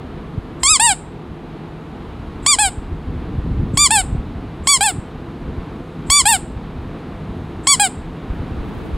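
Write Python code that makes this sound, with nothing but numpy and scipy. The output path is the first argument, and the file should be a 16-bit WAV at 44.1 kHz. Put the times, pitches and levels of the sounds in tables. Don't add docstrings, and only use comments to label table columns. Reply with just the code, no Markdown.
import sys
import numpy as np
from scipy import signal
from scipy.fft import rfft, irfft, next_fast_len
from scipy.io import wavfile
from scipy.ndimage import uniform_filter1d, minimum_filter1d, map_coordinates

SR = 44100
rng = np.random.default_rng(int(sys.argv[2]) if len(sys.argv) > 2 else 0)


def persist_wave(psi):
    counts = np.round(np.clip(psi, -1, 1) * 32767).astype(np.int16)
    wavfile.write(sys.argv[1], SR, np.atleast_2d(counts).T)


def invert_db(level):
    return 10 ** (np.asarray(level, dtype=float) / 20)


N = 395577
SPLIT_HZ, TOP_HZ = 6050, 15950


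def unit(x):
    return x / np.sqrt(np.mean(x ** 2) + 1e-20)


def along(points, hz):
    f, v = np.transpose([(points[0][0] / 4, -120), *points, (points[-1][0] * 4, -120)])
    return np.interp(np.log(hz + 1), np.log(f + 1), v)


def curves(rows, t):
    s, *cols = np.transpose(rows)
    return [np.interp(t, s, c) for c in cols]


def wobble(rate, size=N):
    knots = rng.standard_normal(int(size * rate / SR) + 4)
    return map_coordinates(knots, [np.arange(size) * rate / SR])


def eddies(rate, count, size):
    knots = rng.standard_normal((count, int(size * rate / SR) + 2))
    return np.array([np.interp(np.arange(size) * rate / SR, np.arange(len(row)), row) for row in knots])


def noise(gain):
    m = next_fast_len(N)
    spectrum = rfft(rng.standard_normal(m)) * gain(np.fft.rfftfreq(m, 1 / SR))
    return unit(irfft(spectrum, m)[:N])


def causal(points, size=1024):
    gain = invert_db(along(points, np.fft.rfftfreq(size, 1 / SR)))
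    cepstrum = irfft(np.log(gain + 1e-5))
    cepstrum[1:size // 2] *= 2
    cepstrum[size // 2 + 1:] = 0
    return irfft(np.exp(rfft(cepstrum)))[:size // 2]


# start_s [s], level_db [dB]
FAN_LEVEL = [(0, -45), (3, -42.5), (7.6, -42), (8.97, -40)]
# pitch_hz [Hz], level_db [dB per Hz]
FAN_AIR = [(71, -43.5), (120, -9.5), (150, -2.5), (184, -4), (341, -6.5), (370, -10.5), (445, -9),
           (569, -19), (670, -15), (1160, -19), (1750, -26), (3900, -34.5), (5750, -49), (11100, -55.5),
           (16000, -68.5)]
# pitch_hz [Hz], width_hz [Hz], level_db [dB]
FAN_HUM = [(154.8, 8.7, -45), (250, 2.1, -42.5), (346.4, 6.5, -49), (433, 5.3, -55.5), (511, 2.7, -51.5)]


def fan():
    t = np.arange(N) / SR
    db, = curves(FAN_LEVEL, t)
    squeak_ends = np.array([-9] + [r[-1][0] for r in RELEASE])
    since_squeak = t - squeak_ends[np.searchsorted(squeak_ends, t) - 1]
    db = db - 3 * np.exp(-since_squeak / 1.0)
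    body = noise(lambda f: invert_db(along(FAN_AIR, f)) * (f < SPLIT_HZ))
    treble = noise(lambda f: invert_db(along(FAN_AIR, f)) * (f >= SPLIT_HZ))
    hum = noise(lambda f: sum(invert_db(level) / (1 + (2 * (f - c) / w) ** 2) for c, w, level in FAN_HUM))
    return invert_db(db + 11 + .5 * wobble(6)) * body + invert_db(db - 23) * treble + invert_db(-40) * hum


# start_s [s], level_db [dB]
GUSTS = [(0.0, -36.5), (1.07, -38.5), (1.75, -43), (2.25, -35), (2.47, -36), (3.07, -34), (3.54, -22.5),
         (3.82, -29), (4.22, -29), (4.7, -39), (5.74, -35), (6.12, -36.5), (7.24, -34.5), (7.77, -36.5),
         (8.54, -31), (8.97, -33)]
# pitch_hz [Hz], level_db [dB per Hz]
RUMBLE = [(15, -28.5), (30, -4.5), (55, -1.5), (90, -2.5), (130, -26)]
# pitch_hz [Hz], level_db [dB per Hz]
FLUTTER = [(60, -30), (100, -5.5), (160, -8), (300, -13.5), (600, -42)]


def buffet():
    gust_db, = curves(GUSTS, np.arange(N) / SR)
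    flutter_db = -32 + 0.94 * (gust_db + 34)
    swells = 1.3 * wobble(9)
    lumps = invert_db(1.4 * wobble(25))
    rumble_noise = noise(lambda f: invert_db(along(RUMBLE, f)))
    flutter_noise = noise(lambda f: invert_db(along(FLUTTER, f)))
    rumble = unit(invert_db(swells + 2.1 * wobble(10)) * lumps * rumble_noise)
    flutter = unit(invert_db(swells + 1.7 * wobble(13)) * lumps ** 1.774 * flutter_noise)
    return invert_db(gust_db + 1.7) * rumble + invert_db(flutter_db - 3) * flutter


# start_s [s], level_db [peak dB], pitch_hz [Hz]
THUMPS = [(0.383, -10, 108.5), (3.159, -14, 79.4), (3.387, -9.5, 99.3), (3.468, -15, 129), (3.518, -13, 74),
          (3.601, -8.5, 97.2), (3.638, -9.5, 129), (3.743, -7.5, 143), (4.13, -11.5, 75), (4.154, -9, 140),
          (4.363, -17, 98), (4.989, -13.5, 112), (5.586, -13.5, 76.1), (6.099, -14, 70.3),
          (8.31, -13.5, 60.4), (8.406, -13.5, 99), (8.418, -24.5, 500), (8.944, -12.5, 59),
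          (0.722, -21, 68), (2.664, -21, 56), (2.784, -15, 75), (2.925, -17.5, 59.6), (4.188, -13, 54.5),
          (6.24, -25, 70), (6.57, -16, 77.1), (8.52, -16.5, 80), (8.598, -17, 51), (3.737, -16, 330),
          (4.152, -19, 320), (3.465, -20, 330)]


def thumps():
    out, t = np.zeros(N + SR), np.arange(-2000, 2000) / SR
    for s, db, hz in THUMPS:
        slowing = 1 - 0.35 * np.clip(hz * t, -2, 2)
        bump = np.exp(-(np.where(t < 0, 1.5, 1.1) * hz * t) ** 2)
        first = round(s * SR) - len(t) // 2
        out[first:][:len(t)] += invert_db(db - 1.5) * np.cos(2 * np.pi * hz * t * slowing) * bump
    return out[:N]


BLOWN = dict(full_db=-13.5, knee_hz=1073, lost_db=8, gained_db=0.64, ring_db=1.5, ripple_db=1.5, tilt_db=0.4)
DRAWN = dict(full_db=-15, knee_hz=788.5, lost_db=13, gained_db=-0.5, ring_db=-1.5, ripple_db=3, tilt_db=1)
RING_HZ = 7576


def swing(t, hz, settle_db, full_db, knee_hz, lost_db, gained_db, ring_db, ripple_db, tilt_db):
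    over = (hz - knee_hz) / 100
    db = full_db + lost_db * np.minimum(over, 0) * np.clip(t / .02, 0, 1)
    db = db + gained_db * np.maximum(over, 0)
    db = db + settle_db * np.exp(-((t - 0.01) / 0.0049) ** 2)
    db = db + .8 * wobble(40, size=len(t))
    return db, ring_db + ripple_db * np.cos(2 * np.pi * RING_HZ / hz) + tilt_db * over


STALL, STALL_S = .025, .005


def squeak(rows, law, settle_db, grip_db, pipe, sign, jitter, rough, fade_s, leak_db, lead_db, lag_s,
           slow, blur, shine_db):
    onset_s, stop_s = rows[0][0], rows[-1][0]
    start = round((onset_s - .003) * SR)
    t = np.arange(start, round((stop_s + .015) * SR)) / SR
    hz = uniform_filter1d(curves(rows, t)[0], size=300, mode="nearest")
    hz = hz * (1 - STALL * np.exp(np.minimum(t - stop_s, .003) / STALL_S))
    db, ring_db = swing(t - onset_s, hz, settle_db, **law)

    early = np.clip((onset_s - t) / .003, 0, 1)
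    from_onset = np.abs(t - onset_s)
    hz = hz * (1 - slow * early - 0.045 * np.exp(-from_onset / 0.00053))
    db = db + grip_db + lead_db * early + 3 * np.exp(-from_onset / 0.0013)
    ring_db = ring_db - 20 * (early > 0)
    turns = np.cumsum(hz * (1 + jitter * wobble(250, size=len(t)))) / SR
    phase = 2 * np.pi * (turns - turns[np.argmin(early)] - .2)

    k = np.arange(1, 25)[:, None]
    overtone_hz = k * hz
    heard = overtone_hz < TOP_HZ
    upper = overtone_hz > SPLIT_HZ
    power = invert_db(along(pipe, overtone_hz)) ** 2 / 2 * heard
    low = invert_db(db) / np.sqrt((power * ~upper).sum(0))
    high = invert_db(db + ring_db) / np.sqrt((power * upper).sum(0))
    blend = np.clip((overtone_hz - SPLIT_HZ) / 800 + .5, 0, 1)
    level = low + blend * (high - low)

    lag = 2 * np.pi * lag_s * np.minimum(overtone_hz, SPLIT_HZ)
    swirl = 1.1 * eddies(120, count=len(k), size=len(t)) * (overtone_hz / 12000) ** 3
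    patches = eddies(35, count=len(k), size=len(t))
    shine = invert_db((shine_db + 7.3 * patches) * np.clip((overtone_hz - 10000) / 1500, 0, 1))
    pulses = (np.cos(k * phase - lag + blur * swirl) * heard * shine * level).sum(0)
    pulses *= 1 + rough * wobble(900, size=len(t))
    pulses *= np.exp(-np.clip(t - stop_s, 0, 1) / fade_s)
    tone = signal.fftconvolve(sign * pulses, causal(pipe))[:len(t)]
    return start, tone, invert_db(db + leak_db) * (t < stop_s)


# start_s [s], pitch_hz [Hz]
SQUEEZE = [
    [(0.634, 1048), (0.66, 1076), (0.706, 1279), (0.718, 1293), (0.738, 1224), (0.772, 1010)],
    [(2.464, 1086), (2.488, 1195), (2.502, 1206), (2.528, 1127), (2.546, 1034), (2.554, 990)],
    [(3.774, 1080), (3.788, 1151), (3.812, 1191), (3.84, 1182), (3.858, 1128), (3.868, 1044), (3.876, 1015)],
    [(4.673, 1055), (4.691, 1145), (4.707, 1154), (4.729, 1127), (4.765, 1032), (4.775, 987)],
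    [(6.102, 1068), (6.122, 1141), (6.176, 1170), (6.19, 1142), (6.219, 1004)],
    [(7.672, 1064), (7.692, 1146), (7.712, 1140), (7.724, 1128), (7.753, 995)],
]
# start_s [s], pitch_hz [Hz]
RELEASE = [
    [(0.798, 822), (0.814, 902), (0.854, 966), (0.864, 936), (0.892, 854), (0.9, 811), (0.933, 729)],
    [(2.587, 799), (2.601, 866), (2.613, 858), (2.689, 722)],
    [(3.907, 820), (3.925, 910), (3.939, 896), (3.957, 857), (3.987, 776.4), (4.009, 746), (4.018, 700)],
    [(4.809, 793), (4.825, 808), (4.843, 890), (4.851, 891), (4.911, 698)],
    [(6.256, 804), (6.272, 838), (6.29, 927), (6.302, 930), (6.324, 870), (6.338, 800), (6.367, 713)],
    [(7.798, 814), (7.82, 835), (7.874, 712)],
]
# squeeze_db [dB], release_db [dB]
GRIP = [(-1.5, -1.2), (-0.5, -1), (-0.3, -1), (0.4, -1.15), (0.9, 0), (1, 0.3)]
# squeeze_db [dB], release_db [dB]
SHINE = [(-7, -3.5), (-1, -2), (2.5, -1.5), (0.5, 4), (-0.5, 3), (-3, 0)]
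# pitch_hz [Hz], level_db [dB]
PIPE_OUT = [(500, -10.5), (1100, -18.5), (2300, -20.5), (3600, -18), (4150, -21), (4700, -14),
            (5300, -20.5), (6100, -30), (7000, -13), (7600, -14), (9200, -18.5), (10500, -35), (12800, -46),
            (16000, -53.5)]
# pitch_hz [Hz], level_db [dB]
PIPE_IN = [(400, -21), (830, -14.5), (1700, -21.5), (3200, -22), (4600, -26), (5300, -29), (6050, -53.5),
           (6700, -27), (7500, -16.5), (8600, -15), (10000, -26), (10900, -34.5), (11900, -43.5),
           (16000, -49)]
# pitch_hz [Hz], level_db [dB per Hz]
LEAK = [(2500, -29.5), (4700, -22), (6040, -22), (7200, -1), (7940, 3), (10800, -22.5), (11500, -24),
        (16000, -40)]


def ball():
    tone, flow = np.zeros(N), np.zeros(N)
    for blown, drawn, (out_db, in_db), (push_db, pull_db) in zip(SQUEEZE, RELEASE, SHINE, GRIP):
        squeezed = squeak(blown, BLOWN, settle_db=-4, grip_db=push_db, pipe=PIPE_OUT, sign=-0.52,
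                          jitter=.0003, rough=.004, fade_s=.0018, leak_db=-25, lead_db=-8,
                          lag_s=.00027, slow=.45, blur=.6, shine_db=out_db)
        released = squeak(drawn, DRAWN, settle_db=0.3, grip_db=pull_db, pipe=PIPE_IN, sign=0.68,
                          jitter=.0022, rough=.043, fade_s=.0039, leak_db=-19.5, lead_db=-17.5,
                          lag_s=.00018, slow=.046, blur=1.4, shine_db=in_db)
        for start, sound, leak in (squeezed, released):
            tone[start:start + len(sound)] += sound
            flow[start:start + len(sound)] += leak
        before = np.arange(3000, 0, -1)
        build_db = -46 - 300 * before / SR - 1500 * np.maximum(before / SR - .032, 0)
        flow[round(blown[0][0] * SR) - before] += invert_db(build_db)
    return tone + flow * invert_db(1.8 * wobble(70)) * noise(lambda f: invert_db(along(LEAK, f)))


# delay_s [s], level_db [dB]
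ECHOES = [(.0004, -16), (.0013, -21.5), (.0031, -15), (.0052, -22.5), (.0083, -24), (0.0115, -19.5),
          (0.021, -20.5)]


def nearby(x):
    copies = sum(invert_db(db) * np.pad(x, (round(s * SR), 0))[:N] for s, db in ECHOES)
    return x + signal.lfilter(*signal.butter(1, 5000, "high", fs=SR), copies)


# pitch_hz [Hz], t60_s [s]
TILES = [(500, 0.71), (3000, 0.3), (8000, 0.33), (10400, 0.24), (12000, 0.16), (16000, 0.1)]


def tiles(x):
    hz, t, z = signal.stft(rng.standard_normal(SR // 2), SR, nperseg=256)
    t60 = np.interp(hz, *np.transpose(TILES))
    tail = signal.istft(z * invert_db(-60 * t / t60[:, None]), SR, nperseg=256)[1]
    return signal.fftconvolve(np.pad(x, (200, 0)), tail / np.linalg.norm(tail))[:N]


# [s per 10 dB of
RUSTLE = [
    (8.24, -78, 1),
    (8.47, -81, -5.5),
    (8.66, -71, -4.5),
    (8.89, -74.5, .08),
]
# pitch_hz [Hz], level_db [dB per Hz]
CLOTH = [(3000, -11), (6000, -0.5), (10000, -2), (15000, -3.5), (16000, 1.5)]


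def cloth():
    t = np.arange(N) / SR
    strokes = 0
    for s, db, fade_s in RUSTLE:
        drop = np.maximum((s - t) / .015, (t - s) / fade_s)
        strokes = strokes + invert_db(db - 10 * drop) ** 2
    return np.sqrt(strokes) * invert_db(4.5 + 3.2 * wobble(60)) * noise(lambda f: invert_db(along(CLOTH, f)))


WIDE_FROM_S, WIDE_S, WIDE_DB = 8.15, 0.63, -39


def width():
    opening = np.clip((np.arange(N) / SR - WIDE_FROM_S) / WIDE_S, .015, 1) ** 1.3

    def colour(f):
        rustle = .002 * invert_db(along(CLOTH, f)) * (f > 9000)
        return invert_db(along(FAN_AIR, f)) + .9 * invert_db(along(RUMBLE, f)) + rustle

    return invert_db(WIDE_DB) * opening * noise(colour)


def scene():
    toy = nearby(ball())
    loud = np.sqrt(np.abs(uniform_filter1d(toy ** 2, size=400)))
    duck = 1 / (1 + (loud / invert_db(-17)) ** 1.5)
    wind = uniform_filter1d(duck, size=2000) ** 0.4 * buffet() + thumps()
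    tail = invert_db(-23) * tiles(toy + 1.7 * np.diff(toy, prepend=0))
    mono = invert_db(4.6) * toy + wind + duck * (tail + fan() + cloth())
    side = width()
    return np.array([mono + side, mono - side])


def limit(x):
    need = np.minimum(1, .97 / (np.abs(x).max(0) + 1e-9))
    return x * uniform_filter1d(minimum_filter1d(need, size=129), size=64)


# start_s [s], end_s [s], low_hz [Hz], high_hz [Hz], level_db [dB]
SMEARS = [
    (.693, 0.726, 8070, 10400, -15.5),
    (3.786, 3.816, 7430, 9380, -18.5),
]


def smear(x):
    for s0, s1, low_hz, high_hz, db in SMEARS:
        span = slice(round(s0 * SR), round(s1 * SR))
        size = span.stop - span.start
        f = np.fft.rfftfreq(size, 1 / SR)
        band = lambda v: irfft(rfft(v) * (f > low_hz) * (f < high_hz), v.shape[1])
        hiss = invert_db(db) * unit(band(rng.standard_normal((2, 2000))[:, :size]))
        x[:, span] += signal.windows.tukey(hiss.shape[1], .4) * (hiss - band(x[:, span]))
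    return x


def top_cut(x):
    return signal.sosfilt(signal.butter(12, 16830, fs=SR, output="sos"), x)


def record(dry):
    x = limit(dry)
    m = next_fast_len(N)
    hz = np.fft.rfftfreq(m, 1 / SR)
    x = irfft(rfft(x, m) * np.clip((TOP_HZ - hz) / 200, 0, 1) ** 2, m)[:, :N]
    return top_cut(limit(smear(x)))


dry = scene()
out = record(dry)
persist_wave(out)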